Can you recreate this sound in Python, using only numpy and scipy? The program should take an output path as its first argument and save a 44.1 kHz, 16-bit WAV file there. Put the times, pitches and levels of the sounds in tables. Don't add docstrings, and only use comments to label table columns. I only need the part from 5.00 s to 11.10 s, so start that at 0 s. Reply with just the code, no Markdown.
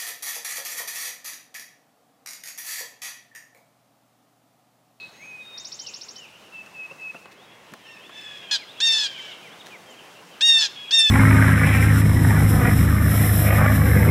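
import sys
import numpy as np
from scipy import signal
from scipy.fft import rfft, irfft, next_fast_len
from scipy.io import wavfile
from scipy.ndimage import uniform_filter1d, map_coordinates

SR = 44100
rng = np.random.default_rng(int(sys.argv[2]) if len(sys.argv) > 2 else 0)


def to_wav(s):
    ch = np.atleast_2d(s).T
    pcm = np.round(np.clip(ch, -1, 1) * 32767)
    wavfile.write(sys.argv[1], SR, pcm.astype(np.int16))


N = 269010
TIME = np.arange(N) / SR

ONSET_RASP, ONSET_RASP_S, FULL_RASP = .72, .013, .82
SWELL_DB, SWELL_S, RASP_LOSS_DB, CLOSE_DB = 7.5, .021, 3, 2.5
EFFORT_PEAK_S, EFFORT_DB_PER_S = .072, 25
THROB_HZ, THROB_PEAK_S = 16.25, .033
# harmonic number, level/dB
NEAR_HARMONICS = [(1, -40), (2, -19), (3, -12.5), (4, -0.5), (5, -23), (6, -14), (7, -24.5), (8, -26),
                  (9, -28.5), (10, -29.5), (11, -43.5), (13, -43.5), (16, -62)]
# start t/s, end t/s, pitch f/Hz, leap f/Hz, sag f/Hz, bow of the sag (1 = straight),
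# level/dB, throb/dB, early rasp (0-1), breaks after t/s, break takes t/s
NEAR_YELPS = [(3.511, 3.562, 853, 0, 22.3, 0.88, -16.5, 0, 0.66, 0, 0.04),
              (3.802, 4.069, 937.8, 199.5, 104.1, 1.1, -16.5, 0, 0.14, 0.096, 0.17),
              (5.408, 5.663, 942.7, 196.5, 88.16, 1.55, -13, 1, 0.033, 0.17, .035),
              (5.908, 6.179, 939.2, 204, 100, 0.88, -14, 1.9, 0.0028, 0.17, 0.081)]


def near_hen():
    dry = np.zeros(N)
    for start, end, hz, leap_hz, sag_hz, bow, db, throb_db, early_rasp, break_at, break_s in NEAR_YELPS:
        length = end - start
        age = ages(length + .043)
        pitch, closing = yelp_pitch(age, length, hz, leap_hz, sag_hz, bow, leap_s=.0105)
        broken = np.clip((age - break_at) / break_s, 0, 1)
        onset_rasp = ONSET_RASP * np.exp(-(age / ONSET_RASP_S) ** 2)
        rasp = np.maximum(early_rasp + (FULL_RASP - early_rasp) * broken, onset_rasp)
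        ebb = EFFORT_DB_PER_S * np.abs(age - EFFORT_PEAK_S)
        soft_start = SWELL_DB * np.exp(-age / SWELL_S) * (1 - early_rasp)
        throb = throb_db * np.cos(2 * np.pi * THROB_HZ * (age - THROB_PEAK_S))
        level_db = db - ebb - soft_start + throb - RASP_LOSS_DB * broken - CLOSE_DB * closing ** 2
        note = yelp(pitch, level_db, rasp, length, NEAR_HARMONICS,
                    jitter=.018, beat_depth=.27, second_db=-22.5, shimmer_db=3.6)
        dry += placed(note, start)
    dry = band(dry, 470, 13400)
    return dry + from_db(-15) * trees(dry, t60=.58, top_hz=6600, first_s=.002)


def yelp_pitch(age, length, hz, leap_hz, sag_hz, bow, leap_s, close_s=.01757, drop_hz=52.6):
    leap = leap_hz * np.exp(-age / leap_s)
    sag = sag_hz * (age / length) ** bow
    closing = np.exp(np.minimum(age - length, 0) / close_s)
    return hz - leap - sag - drop_hz * closing, closing


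SECOND_MEMBRANE_HZ = 932
RASP_DULL_DB, HIGHEST_FIRM_HARMONIC = 1.7, 6
# f/Hz, level/dB
THROAT = [(850, -32.5), (1300, -17.5), (1650, -7.5), (2100, -21.5), (2600, -10.5), (3400, 1), (4300, -3.5),
          (5100, -6), (6100, -11), (7000, -12.5), (9000, -25), (12000, -30.5), (15000, -37)]


def yelp(pitch, level_db, rasp, length, voice, jitter, beat_depth, second_db, shimmer_db, grit_db=-6):
    size, rasp = len(pitch), np.clip(rasp, 0, 1)
    wobble = .0025 * drift(81, size) + jitter * rasp ** 2 * drift(900, size)
    phase = 2 * np.pi * np.cumsum(pitch * (1 + wobble)) / SR
    second_phase = 2 * np.pi * np.cumsum(SECOND_MEMBRANE_HZ * (1 + .014 * drift(137.2, size))) / SR
    beat = second_phase - phase
    tone = from_db(second_db) * rasp * (np.sin(second_phase) + np.sin(2 * second_phase))
    for k in range(1, 17):
        strength = (1 - rasp) * from_db(along(voice, k)) + rasp * at_hz(THROAT, k * pitch)
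        shimmer = from_db(shimmer_db * min(k / 5, 1.5) * drift(57.5, size))
        dull = from_db(-RASP_DULL_DB * np.sqrt(rasp) * max(k - HIGHEST_FIRM_HARMONIC, 0))
        tone += dull * strength * shimmer * np.sin(k * phase + .385 * k * k)
        for step in (-2, -1, 1, 2, 3):
            side_hz = k * pitch + step * (SECOND_MEMBRANE_HZ - pitch)
            side = beat_depth * rasp ** .59 * at_hz(THROAT, side_hz) * min(k / 4, 1)
            side *= dull * (1 if step > 0 else .45)
            tone += side * np.sin(k * phase + step * beat + rng.uniform(0, 2 * np.pi))
    tone /= np.sqrt(uniform_filter1d(tone ** 2, size=900) + 1e-9)
    pulsed_noise = rng.standard_normal(size) * (1 + np.cos(phase)) * (1 + .49 * np.cos(2 * beat))
    grit = coloured(pulsed_noise, THROAT)
    share = from_db(grit_db) * (rasp + .03)
    envelope = from_db(level_db) * gate(np.arange(size) / SR, length, rise_s=.00089, fall_s=.0076)
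    return envelope * (tone + share * grit) / np.sqrt(1 + share ** 2)


FAR_SWELL_DB_PER_HZ, FAR_FADE_DB = .18, 8
# harmonic number, level/dB
FAR_HARMONICS = [(1, -13), (2, -2), (3, 1.5), (4, 16.5), (5, -41.5), (6, 1), (7, -13.5), (9, -17),
                 (11, -38), (16, -67)]
# f/Hz, gain/dB
FOLIAGE_PATH = [(700, -34), (1700, 10), (2600, 8), (3500, -2.5), (4400, -8), (5200, -4), (8000, 3),
                (14000, -10)]
# start t/s, end t/s, pitch f/Hz, leap f/Hz, sag f/Hz, level/dB before the path,
# rasp (0-1), extra ring of the fourth harmonic/dB
FAR_YELPS = [(2.851, 2.963, 929, 68, 21.9, -45.5, 0.08, -15),
             (3.097, 3.514, 891.6, 141, 95, -38, 0.43, 3.5), (4.059, 4.158, 807, -1, 35, -36.5, 0.53, 1.5),
             (4.163, 4.332, 792, 30.5, 58, -37.5, 0.67, -0.5),
             (5.761, 6.023, 840, 16.5, 32.6, -36.5, 0.15, 6.5)]


def far_hen():
    dry = np.zeros(N)
    for start, end, hz, leap_hz, sag_hz, db, rasp, ring_db in FAR_YELPS:
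        length = end - start
        age = ages(length + .03)
        pitch, _ = yelp_pitch(age, length, hz, leap_hz, sag_hz, bow=1.1, leap_s=.02)
        soft_start = FAR_SWELL_DB_PER_HZ * leap_hz * np.exp(-age / .025)
        level_db = db - soft_start - FAR_FADE_DB * age / length
        voice = [(k, harmonic_db + ring_db * (k == 4)) for k, harmonic_db in FAR_HARMONICS]
        note = yelp(pitch, level_db, rasp, length, voice,
                    jitter=.011, beat_depth=1, second_db=-14, shimmer_db=3.5)
        dry += placed(note, start)
    size = next_fast_len(N)
    path = at_hz(FOLIAGE_PATH, np.arange(size // 2 + 1) * SR / size)
    arriving = irfft(rfft(dry, size) * path, size)[:N]
    return from_db(-2) * arriving + from_db(-1) * trees(arriving, t60=1, top_hz=6100, first_s=.004)


TRILL_START_S, TRILL_STEP_S, TRILL_SLOWING_S = .573, .0719, .00013
TRILL_DB, TRILL_PEAK_S, TRILL_FADE_DB_PER_S2 = -29.7, .78, 50
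ARCH_S, ARCH_FOOT_HZ, ARCH_TOP_HZ, ARCH_FOOT_DB = .0165, 3120, 5674, -11
SWEEP_AFTER_S, SWEEP_S, SWEEP_FROM_HZ, SWEEP_TO_HZ = .023, .045, 5400, 8000
SWEEP_DB, SWEEP_FADE_DB = -4, 29


def trill(count=9):
    height = np.sin(np.pi * (ages(ARCH_S) / ARCH_S) ** 1.5) ** .68
    arch_hz = ARCH_FOOT_HZ + (ARCH_TOP_HZ - ARCH_FOOT_HZ) * height
    arch_gain = from_db(ARCH_FOOT_DB * (1 - height)) * signal.windows.tukey(len(height), .15)
    progress = ages(SWEEP_S) / SWEEP_S
    sweep_hz = SWEEP_FROM_HZ + (SWEEP_TO_HZ - SWEEP_FROM_HZ) * progress ** .5
    sweep_gain = from_db(SWEEP_DB - SWEEP_FADE_DB * progress) * np.minimum(20 * progress, 1)
    dry = np.zeros(N)
    for k in range(count):
        start = TRILL_START_S + k * TRILL_STEP_S + k * k * TRILL_SLOWING_S
        tuning = rng.normal(1, .0075)
        arch = placed(arch_gain * sine(tuning * arch_hz), start)
        sweep = placed(sweep_gain * sine(tuning * sweep_hz), start + SWEEP_AFTER_S)
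        dry += from_db(TRILL_DB - TRILL_FADE_DB_PER_S2 * (start - TRILL_PEAK_S) ** 2) * (arch + sweep)
    return dry + from_db(-3.5) * trees(dry, t60=.56, top_hz=8000, first_s=.002)


# start t/s, length t/s, f/Hz, level/dB
HELD_NOTES = [(-.05, 0.117, 2605, -36), (.112, 0.21, 6540, -54), (.215, 0.23, 2540, -39),
              (0.393, 0.24, 3745, -42.5), (2.453, 0.09, 3340, -52), (2.919, 0.067, 2644, -48),
              (3.773, 0.074, 3350, -35)]
# start t/s, length t/s, f/Hz, level/dB
SONG_NOTES = [(1.519, .11, 2710, -36.5), (1.74, .13, 2656, -32.5), (1.983, .135, 2655, -32)]
# start t/s, length t/s, first f/Hz, level/dB, share scattered by the trees (0-1)
FALLING_SLURS = [(0.786, 0.12, 3120, -41, 0.78), (1.13, 0.14, 3073, -42, 0.75),
                 (2.829, 0.071, 3130, -47.5, 0.4), (4.306, 0.032, 3760, -40.5, 0.4),
                 (4.596, 0.024, 3795, -40, 0.7), (4.859, .1, 3210, -47.5, .55),
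                 (4.964, .04, 3220, -42, 0.9), (5.307, 0.057, 3120, -45, 0.8)]
# start t/s, length t/s, first f/Hz, level/dB
RISING_SLURS = [(0.174, 0.096, 1825, -44), (2.349, 0.11, 2770, -52.5), (2.986, .095, 2610, -48),
                (3.658, 0.065, 2780, -42), (4.481, 0.065, 2570, -45.5), (4.896, 0.021, 5500, -49)]


def songbirds():
    song = np.zeros((2, N))
    for start, length, hz, db in HELD_NOTES:
        song += whistle(start, length, hz, hz * (1 - .01523), db, bow=.81, wet=.6)
    for start, length, hz, db in SONG_NOTES:
        song += whistle(start, length, hz, hz * (1 - .036), db, bow=.446, wet=.33)
        flick_at = start + length + .027
        song += whistle(flick_at, length=.024, from_hz=2330, to_hz=2753, db=db - 5, bow=.45, wet=.51)
    for start, length, hz, db, wet in FALLING_SLURS:
        song += whistle(start, length, hz, hz * .72, db, bow=3.1, wet=wet)
    for start, length, hz, db in RISING_SLURS:
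        song += whistle(start, length, hz, hz * 1.4, db, bow=.77, wet=.62)
    for start in 3.58 + .2815 * np.arange(5):
        song += whistle(start, length=.064, from_hz=2490, to_hz=1856, db=-43, bow=2.3, wet=.18)
    direct, scattered = song
    return direct + trees(scattered, t60=.91, top_hz=5960, first_s=.0029)


def whistle(start, length, from_hz, to_hz, db, bow, wet):
    progress = ages(length) / length
    hz = (from_hz + (to_hz - from_hz) * progress ** bow) * (1 + .0048 * drift(87, len(progress)))
    swell = np.sqrt(np.minimum(2 * progress, 1)) * np.minimum(10 * (1 - progress), 1)
    note = from_db(db + 1.3 * drift(71, len(progress))) * swell * sine(hz)
    return np.outer([np.sqrt(1 - wet ** 2), wet], placed(note, start))


# t/s, level/dB, ring f/Hz, ring's 60 dB decay t/s, relative crack level/dB
STEPS_AND_GEAR = [(1.662, -42, 1780, .021, -2), (1.912, -33, 550, .072, -14), (2.145, -27, 695, .042, -24),
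                  (2.257, -28.5, 1100, .016, -24), (2.721, -30.5, 200, .05, -14),
                  (2.737, -27.5, 1064, .022, -5), (3.094, -33, 1100, .03, -14)]


def knocks():
    out = np.zeros(N)
    for start, db, hz, t60, crack_db in STEPS_AND_GEAR:
        at = span(start, start + .2)
        t = np.arange(len(at)) / SR
        thud_noise, crack_noise = rng.standard_normal((2, len(at)))
        ring = .47 * np.sin(2 * np.pi * hz * t) * from_db(-60 * t / t60)
        thud = .35 * rms_one(band(thud_noise, hz / 5, hz * 1.63)) * from_db(-30 * t / t60)
        crack = from_db(crack_db - 3.5 - 60 * t / .016) * rms_one(band(crack_noise, 1150, 5100, order=1))
        out[at] += from_db(db) * (ring + thud + crack)
    return band(out, 117, 15000, order=3)


def buzz():
    return from_db(-46.5 - 89 * TIME) * rms_one(band(rng.standard_normal(N), 3770, 4310))


# start t/s, length t/s, level/dB
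LEAF_STIRS = [(2.301, 0.055, -58), (3.2, 0.024, -55), (4.642, 0.063, -50)]


def rustles():
    out = np.zeros(N)
    for start, length, db in LEAF_STIRS:
        at = span(start, start + length)
        snaps = rng.standard_normal(len(at)) * from_db(4.7 * drift(403, len(at)))
        out[at] += from_db(db) * rms_one(band(snaps, 1500, 3900, order=1) * np.hanning(len(at)))
    return out


# f/Hz, spectral level/dB
WOOD_SPECTRUM = [(18, -55), (30, -37), (133, -7.5), (164, -3), (237, -4.5), (420, -1), (575, -1), (945, -2),
                 (1140, -5.5), (2420, -6.5), (2620, 0.5), (3150, -6.5), (4310, -16), (7260, -26.5),
                 (15500, -35.5)]
# t/s, level/dB
HUSH_CURVE = [(0, -54), (1.2, -54.5), (1.7, -52.5), (2.4, -52.5), (3.0, -52.5), (3.7, -50), (4.6, -48.5),
              (6.1, -50.5)]
# t/s, level/dB
HISS_CURVE = [(0, -59.5), (2.22, -58), (2.28, -62.5), (2.7, -60), (3.2, -58), (4.5, -55.5), (6.1, -56)]
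# t/s, level/dB
CHORUS_CURVE = [(0, -61.5), (1.4, -58), (2.2, -62.5), (2.5, -57.5), (3.5, -49), (4.6, -56), (5.2, -56.5),
                (6.1, -46.5)]


def woodland():
    rumble = from_db(-64 + drift(33, N)) * rms_one(band(rng.standard_normal(N), 99, 264))
    hush = np.zeros(N)
    for hz in np.geomspace(130, 1900, 9):
        noise = band(rng.standard_normal(N), hz / 1.168, hz * 1.2)
        hush += noise * at_hz(WOOD_SPECTRUM, hz) * from_db(1.85 * drift(21, N))
    hush = rms_one(hush) * from_db(along(HUSH_CURVE, TIME))
    air = coloured(rng.standard_normal(next_fast_len(N)), WOOD_SPECTRUM)[:N]
    hiss = rms_one(band(air, 5120, 18700, order=3)) * from_db(along(HISS_CURVE, TIME) + .5 * drift(33, N))
    chorus = np.zeros(N)
    for hz in np.geomspace(2100, 4000, 8):
        noise = band(rng.standard_normal(N), hz * .95, hz * 1.05)
        chorus += noise * at_hz(WOOD_SPECTRUM, hz) * from_db(4.5 * drift(25, N))
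    return rumble + hush + hiss + rms_one(chorus) * from_db(along(CHORUS_CURVE, TIME))


def trees(x, t60, top_hz, first_s):
    t = ages(1)
    swarm = rng.standard_normal(SR) * (rng.random(SR) < .02 + t) * (t > first_s)
    decay = from_db(-60 * t / t60) / np.sqrt(.0042 + t)
    echoes = band(swarm * decay, 280, top_hz, order=1)
    return signal.fftconvolve(x, echoes / np.sqrt(np.sum(echoes ** 2) * SR / 2 / top_hz))[:N]


def from_db(db):
    return 10 ** (np.asarray(db) / 20)


def rms_one(x):
    return x / np.sqrt(np.mean(x ** 2) + 1e-20)


def along(curve, x):
    return np.interp(x, *np.transpose(curve))


def at_hz(spectrum, hz):
    f, db = np.transpose(spectrum)
    return from_db(np.interp(np.log(hz + 1), np.log(f), db))


def coloured(x, spectrum):
    hz = np.arange(len(x) // 2 + 1) * SR / len(x)
    return rms_one(irfft(rfft(x) * at_hz(spectrum, hz), len(x)))


def band(x, low_hz, high_hz, order=2):
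    return signal.sosfilt(signal.butter(order, [low_hz, high_hz], "band", fs=SR, output="sos"), x)


def drift(rate, size):
    knots = rng.standard_normal(int(size * rate / SR) + 4)
    return map_coordinates(knots, [1 + np.arange(size) * rate / SR], order=3, mode="nearest")


def gate(age, length, rise_s, fall_s):
    return np.clip(age / rise_s, 0, 1) * np.exp(-np.maximum(age - length, 0) / fall_s)


def span(start, end):
    return np.arange(max(int(start * SR), 0), min(int(end * SR), N))


def ages(length):
    return np.arange(int(length * SR)) / SR


def placed(sound, start):
    at = span(start, start + len(sound) / SR)[:len(sound) - 1]
    out = np.zeros(N)
    out[at] = sound[at - int(start * SR)]
    return out


def sine(hz):
    return np.sin(2 * np.pi * np.cumsum(hz) / SR)


def scene():
    birds = near_hen() + far_hen() + trill() + songbirds() + buzz()
    return (birds + knocks() + rustles() + woodland())[None]


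def record(dry, cutoff_hz=15750):
    return signal.sosfilt(signal.ellip(12, .1, 80, cutoff_hz, fs=SR, output="sos"), dry)


dry = scene()
out = record(dry)
to_wav(out)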